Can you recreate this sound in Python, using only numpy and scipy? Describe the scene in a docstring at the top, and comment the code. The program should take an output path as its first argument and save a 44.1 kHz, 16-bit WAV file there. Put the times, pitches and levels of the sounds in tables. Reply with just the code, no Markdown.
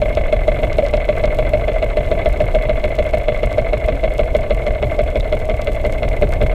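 """Boat engine under water

A slow single-cylinder engine idles, then sags towards the end. Each firing booms through
the hull, and the valve gear clacks at fixed points of the cycle. Water rumbles against
the camera housing, a few bubbles ring, and shrimp snap all around."""
import sys
import numpy as np
from scipy import signal
from scipy.fft import rfft, irfft
from scipy.io import wavfile
from scipy.ndimage import uniform_filter1d

SR = 44100
rng = np.random.default_rng(int(sys.argv[2]) if len(sys.argv) > 2 else 0)


def unload_wav(signal):
    """Save mono or channel-first audio to the path in sys.argv[1] as 16-bit WAV at rate SR, clipped to [-1, 1]."""
    wavfile.write(
        sys.argv[1],
        SR,
        np.round(np.clip(np.atleast_2d(signal).T, -1, 1) * 32767).astype(np.int16),
    )


N = 288414


def amp(db):
    """Turns decibels into a number to multiply by."""
    return 10 ** (np.asarray(db) / 20)


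def unit_level(x):
    """Scales a sound to an average power of 1."""
    return x / np.sqrt(np.mean(x ** 2) + 1e-20)


def at_time(curve, s):
    """Reads a curve at s seconds."""
    return np.interp(s, *np.transpose(curve))


def at_hz(points, hz):
    """Reads a spectrum between its points, with octaves evenly spaced."""
    point_hz, db = np.transpose(points)
    return np.interp(np.log(hz + 1), np.log(point_hz + 1), db)


def add(mix, s, sound):
    """Mixes a sound in at s seconds."""
    start = round(s * SR)
    sound = sound[max(-start, 0):]
    part = mix[max(start, 0):][:len(sound)]
    part += sound[:len(part)]


def filter_hz(size=8192):
    """The frequencies at which filters are drawn."""
    return np.fft.rfftfreq(size, 1 / SR)


def peaks_db(rows, hz):
    """Adds up peaks and dips into one curve in dB."""
    return sum(db / (1 + (2 * (hz - centre) / width) ** 2) for centre, width, db in rows)


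def make_filter(db):
    """A filter with these gains that rings only after a blow, never before."""
    log_gain = np.log(amp(np.r_[db, db[-2:0:-1]]))
    spectrum = np.exp(np.conj(signal.hilbert(log_gain)))
    return np.fft.ifft(spectrum).real[:len(db)]


def ring(hz, swell_s, order=1):
    """A tone that swells to height 1 and dies away; a higher order makes it shorter."""
    t = np.arange(SR // 4) / SR
    envelope = (t / swell_s * np.exp(1 - t / swell_s)) ** order
    return envelope * np.sin(2 * np.pi * hz * t)


def rattle(decay_s):
    """A dying burst of tiny contacts, about equally strong at all frequencies."""
    t = np.arange(SR // 10) / SR
    spectrum = rfft(rng.standard_normal(len(t)) * np.exp(-t / decay_s))
    flat_burst = irfft(spectrum / abs(spectrum))
    return flat_burst * np.exp(-t / (10 * decay_s)) * np.sqrt(decay_s * SR / 2)


def noise(points):
    """Steady noise with the given spectrum."""
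    gain = amp(at_hz(points, filter_hz(N)))
    return unit_level(irfft(rfft(rng.standard_normal(N)) * gain, N))


# The deep tone of swirling water. Each row: frequency in Hz, relative level in dB.
RUMBLE_SPECTRUM = [(8, -16.5), (18, 4), (32, 5.5), (48, -1), (65, -1.5), (88, -9), (120, -11), (160, -18),
                   (185, -23.5), (280, -22), (420, -24), (800, -30.5), (2000, -65.5)]
# The water's slow push on the housing. Each row: time in seconds, relative level in dB.
WATER_SWELL = [(0, -17.5), (.6, -15.5), (.95, -19.5), (1.45, -16), (1.85, -19), (2.35, -16), (3.2, -19.5),
               (3.65, -18), (5.15, -18.5), (6, -17), (6.5, -14)]

def water(db=-1.0):
    """Swirls of water press on the housing and make a rumble that slowly rises and falls."""
    eddies = noise(RUMBLE_SPECTRUM)
    eddies /= np.sqrt(uniform_filter1d(eddies ** 2, size=7000))  # even out chance swells
    swell_db = at_time(WATER_SWELL, np.arange(N) / SR)
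    return amp(db + swell_db) * unit_level(eddies)


# Bubbles near the housing. Each row: start in seconds, pitch in Hz, level in dB, swell in seconds.
NEAR_BUBBLES = [(.827, 572, -9.5, 0.01), (3.922, 275, -23, .014), (5.207, 3700, -21, 0.00063)]

def bubbles():
    """Each bubble rings briefly at its own pitch."""
    out = np.zeros(N)
    for s, hz, db, swell_s in NEAR_BUBBLES:
        add(out, s, amp(db) * ring(hz, swell_s))
    return out


# The tone of a snap. Each row: frequency in Hz, gain in dB.
SNAP_SPECTRUM = [(500, -48), (1800, -34), (2600, 8.5), (4200, 4.5), (5500, 1.5), (8000, 1), (9500, -4),
                 (15000, -11.5)]

def snap(tilt_db, decay_s=0.0017):
    """A click smeared for a moment by the housing; a lower tilt makes it duller."""
    hz = filter_hz()
    treble_db = at_hz([(5500, 0), (11000, tilt_db + 8.0)], hz)
    tone = make_filter(at_hz(SNAP_SPECTRUM, hz) + treble_db)
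    return signal.fftconvolve(rattle(decay_s), tone)[:SR // 20]


# The fizz of far shrimp. Each row: frequency in Hz, relative level in dB.
FIZZ_SPECTRUM = [(2000, -15), (4300, -4.5), (6500, 2.5), (8300, 1.5), (9500, -15), (11200, 2.5),
                 (13000, -15), (15500, -11.5)]
# Shrimp close by. Each row: start in seconds, relative level in dB, relative treble tilt in dB.
NEAR_SNAPS = [(0.1504, -27.5, -18), (0.7294, -25, -25), (0.8635, -29, -23), (0.885, -30, -16),
              (0.9694, -27.5, -36), (1.256, -26, -22), (3.528, -30, -19), (4.181, -29, -10),
              (4.3663, -31, -8), (5.2, -31, -14), (5.6176, -26.5, -17), (5.9243, -30.5, -7),
              (6.088, -30.5, -11), (6.3214, -31, -16), (6.3362, -29, -12)]

def shrimp(near_db=3, crowd_db=-55, snaps_per_s=230, spread_db=5.0, fizz_db=-61):
    """Shrimp make a far fizz, a few near snaps and a crowd of small ones at random times."""
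    out = amp(fizz_db) * noise(FIZZ_SPECTRUM)
    for s, db, tilt_db in NEAR_SNAPS:
        add(out, s, amp(db + near_db) * snap(tilt_db))
    tilts = np.linspace(-14, 2, 20)
    for tilt_db in tilts:
        sizes = amp(crowd_db + spread_db * np.minimum(rng.exponential(1, N), 4))
        snapping = rng.random(N) < snaps_per_s / len(tilts) / SR
        out += signal.oaconvolve(sizes * snapping, snap(tilt_db))[:N]
    return out


# The way through hull and water. Each row: frequency in Hz, relative gain in dB.
WATER_PATH = [(60, -16.5), (200, -14.5), (400, -13.5), (690, -5.5), (820, -17.5), (1000, -19.5),
              (1700, -26.5), (2600, -22), (3500, -30), (4250, -31), (4700, -48), (8000, -56), (15000, -72)]
# The hull's peaks and dips. Each row: centre in Hz, width in Hz, gain in dB.
HULL_PEAKS = [(450, 160, 8.5), (497, 4.4, 3), (617, 129.5, 13.5), (1147, 16, 10), (1547, 100, 6.5),
              (1752, 63, 10), (1867, 160, -7.5), (2045, 107, 13), (2183, 163, 12.5), (3400, 57, 3),
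              (3412, 82, 8)]
# Four frequencies in Hz that set a blow's tone: low, middle, one held at 0 dB, high.
TONE_HZ = (600, 1300, 2150, 3600)

def through_hull(force, low_db, mid_db, high_db):
    """A force takes its tone from the spot it strikes and from the ringing of the hull."""
    hz = filter_hz()
    hull_db = at_hz(WATER_PATH, hz) + peaks_db(HULL_PEAKS, hz)
    hull_db -= 10 * np.log10(np.mean(amp(hull_db) ** 2))  # change the tone, keep the power
    contact_db = at_hz(list(zip(TONE_HZ, (low_db, mid_db, 0, high_db))), hz)
    return signal.oaconvolve(force, make_filter(hull_db + contact_db))[:N]


def far_echoes(db=-33):
    """The engine's steady wash of far echoes fills the gaps between blows."""
    return amp(db) * through_hull(rng.standard_normal(N), low_db=5, mid_db=0, high_db=-1)


# The engine's speed. Each row: time in seconds, firings per second.
ENGINE_SPEED = [(0.0, 6.449), (1.03, 6.604), (1.73, 6.901), (2.19, 6.94), (3.41, 6.715), (4.63, 6.275),
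                (5.97, 5.503), (6.1, 5.208), (6.54, 5.185)]
# A near miss, then two hard firings. Each row: rough time in seconds, effort in dB.
ODD_FIRINGS = [(6.03, -4), (6.22, 5.5), (6.41, 3)]

def firings(first_s=.0164, uneven_db=.5):
    """One firing a cycle. Each row: start in seconds, cycle length in seconds, effort in dB."""
    t = np.arange(N + SR // 2) / SR
    cycles = np.cumsum(at_time(ENGINE_SPEED, t)) / SR
    cycles -= np.interp(first_s, t, cycles)
    times = np.interp(np.arange(int(cycles[-1])), cycles, t)  # when each cycle begins
    starts = times[times < N / SR]
    effort_db = uneven_db * rng.standard_normal(len(starts))
    for s, db in ODD_FIRINGS:
        effort_db[np.argmin(abs(starts - s))] = db
    return np.c_[starts, np.diff(times)[:len(starts)], effort_db]


KNOCK_FOLLOWS = .25  # share of a firing's effort that its metallic knock follows
# The metal blows of one cycle. 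Each row: place in the cycle from 0 to 1, level in dB,
# decay in seconds, then low, middle and high tone in dB.
METAL_BLOWS = [ (.001, -1.5, 0.0019, -3.5, -25.5, 1), (0.012, -10.5, 0.0029, -2.5, 8, -5.5),
               (0.041, -10.5, 0.0042, -10.5, 5.5, 2.5), (.092, -12, 0.0084, -1.5, -8, -3),
               (.254, -11, 0.0067, -4.5, -0.5, -4), (0.361, -26, 0.0064, 1.5, -1, -3),
               (.426, -10, 0.0082, -7.5, -9.5, -11.5), (.517, -18, 0.0085, -4.5, 1.5, 4.5),
               (.548, -14.5, .018, -6, 3.5, -15), (.707, -14, 0.012, -7.5, -8.5, -4),
               (0.819, -30, 0.0039, 1.5, 12.5, 11), (.955, -20.5, 0.0045, 7.5, 8.5, 0.5)]
# The valve gear fades a little as the camera drifts away. Each row: time in seconds, gain in dB.
VALVE_FADE = [(0, 0.45), (2, 0.5), (4, -1), (6.5, -1)]

def clatter(strokes, alike=.72, scatter_db=2.0, stray_s=.0003):
    """Piston and valve gear strike in short rattles, much the same from cycle to cycle."""
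    out = np.zeros(N)
    for place, db, decay_s, *tone in METAL_BLOWS:
        force, usual = np.zeros(N), rattle(decay_s)
        for s, cycle_s, effort_db in strokes:
            blow = alike * usual + np.sqrt(1 - alike ** 2) * rattle(decay_s)
            late, loud = rng.standard_normal(2)
            due_s = s + place * cycle_s
            if place < .1:  # the knock of burning fuel grows with the firing's effort
                add(force, due_s, amp(db + KNOCK_FOLLOWS * effort_db) * blow)
            else:  # the valve gear is a little loose, so its time and level wander
                level_db = db + at_time(VALVE_FADE, s) + scatter_db * loud
                add(force, due_s + stray_s * late, amp(level_db) * blow)
        out += through_hull(force, *tone)
    return out


def ignition(strokes, db=-32.0):
    """The sudden rise of pressure puts a crisp edge on each knock."""
    out = np.zeros(N)
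    for s, _, effort_db in strokes:
        add(out, s, amp(db + KNOCK_FOLLOWS * effort_db) * snap(tilt_db=-27))
    return out


# The main boom slowly fades. Each row: time in seconds, base level in dB.
BOOM_FADE = [(0, -12.5), (1.3, -13.5), (2.8, -14), (4.4, -18.5), (5.8, -19)]
# Its pitch sinks, then partly recovers. Each row: time in seconds, base pitch in Hz.
BOOM_HZ = [(0, 617), (3.5, 622), (4.7, 580), (6.2, 610)]
# The surges of one boom. Each row: delay in seconds, pitch multiplier, gain in dB, swell in seconds.
BOOM_SURGES = [(.0003, 1.01, 6, .0046), (.0068, .98, 1.5, .0046), (.0152, 1.0, -1, .005)]
# The strokes grow heavy as the engine labours. Each row: time in seconds, load in dB.
ENGINE_LOAD = [(0, 1), (3.9, 0.5), (5.5, 6.5)]
# After each firing, lower tones follow in a falling glide over a deep thump. Each row: delay in
# seconds, pitch in Hz, base level in dB, swell in seconds, dB gained for each dB of load.
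LOW_RINGS = [(0.015, 41.7, -15.5, 0.016, 0.2), (0.0345, 113, -20.5, 0.0063, 0.48),
             (0.0034, 215.4, -30, .011, 0.43), (0.023, 300, -36.5, 0.003, 1.36),
             (0.00779, 423.4, -26.5, 0.0061, 1.04)]

def booms(strokes, scatter_db=.8, stray_s=.00015):
    """Each firing rings the hull's main note in three surges, and lower tones follow."""
    out = np.zeros(N)
    for s, _, effort_db in strokes:
        boom_db = at_time(BOOM_FADE, s) + effort_db
        boom_hz = at_time(BOOM_HZ, s)
        for k, (delay_s, factor, surge_db, swell_s) in enumerate(BOOM_SURGES):
            late, loud = rng.standard_normal(2) * min(k, 1)  # the first surge does not wander
            surge = ring(boom_hz * factor, swell_s, order=2)
            add(out, s + delay_s + stray_s * late, amp(boom_db + surge_db + scatter_db * loud) * surge)
        load_db = at_time(ENGINE_LOAD, s) + effort_db
        for delay_s, low_hz, low_db, swell_s, follows in LOW_RINGS:
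            late, loud = rng.standard_normal(2)
            level_db = low_db + follows * load_db + scatter_db * loud
            add(out, s + delay_s + stray_s * late, amp(level_db) * ring(low_hz, swell_s))
    return out


def scene():
    """Engine, water, bubbles and shrimp, heard at one point."""
    strokes = firings()
    engine = booms(strokes) + ignition(strokes) + clatter(strokes) + far_echoes()
    return (engine + water() + bubbles() + shrimp())[None]


# Bands that the housing holds back. Each row: centre in Hz, width in Hz, gain in dB.
HOUSING_DIPS = [(4670, 79, -7), (5920, 86, -15), (7070, 150, -8), (10200, 790, -1.5)]

def record(dry):
    """The housing weakens a few narrow bands, and the highest treble is cut off."""
    eased = dry * signal.windows.tukey(N, .001)  # a tiny fade at both ends
    housing = make_filter(peaks_db(HOUSING_DIPS, filter_hz()))
    inside = signal.oaconvolve(eased, housing[None])[:, :N]
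    treble_cut = signal.firwin(411, cutoff=15500, window=("kaiser", 8), fs=SR)
    return signal.oaconvolve(inside, treble_cut[None], "same")


dry = scene()
out = record(dry)
unload_wav(out)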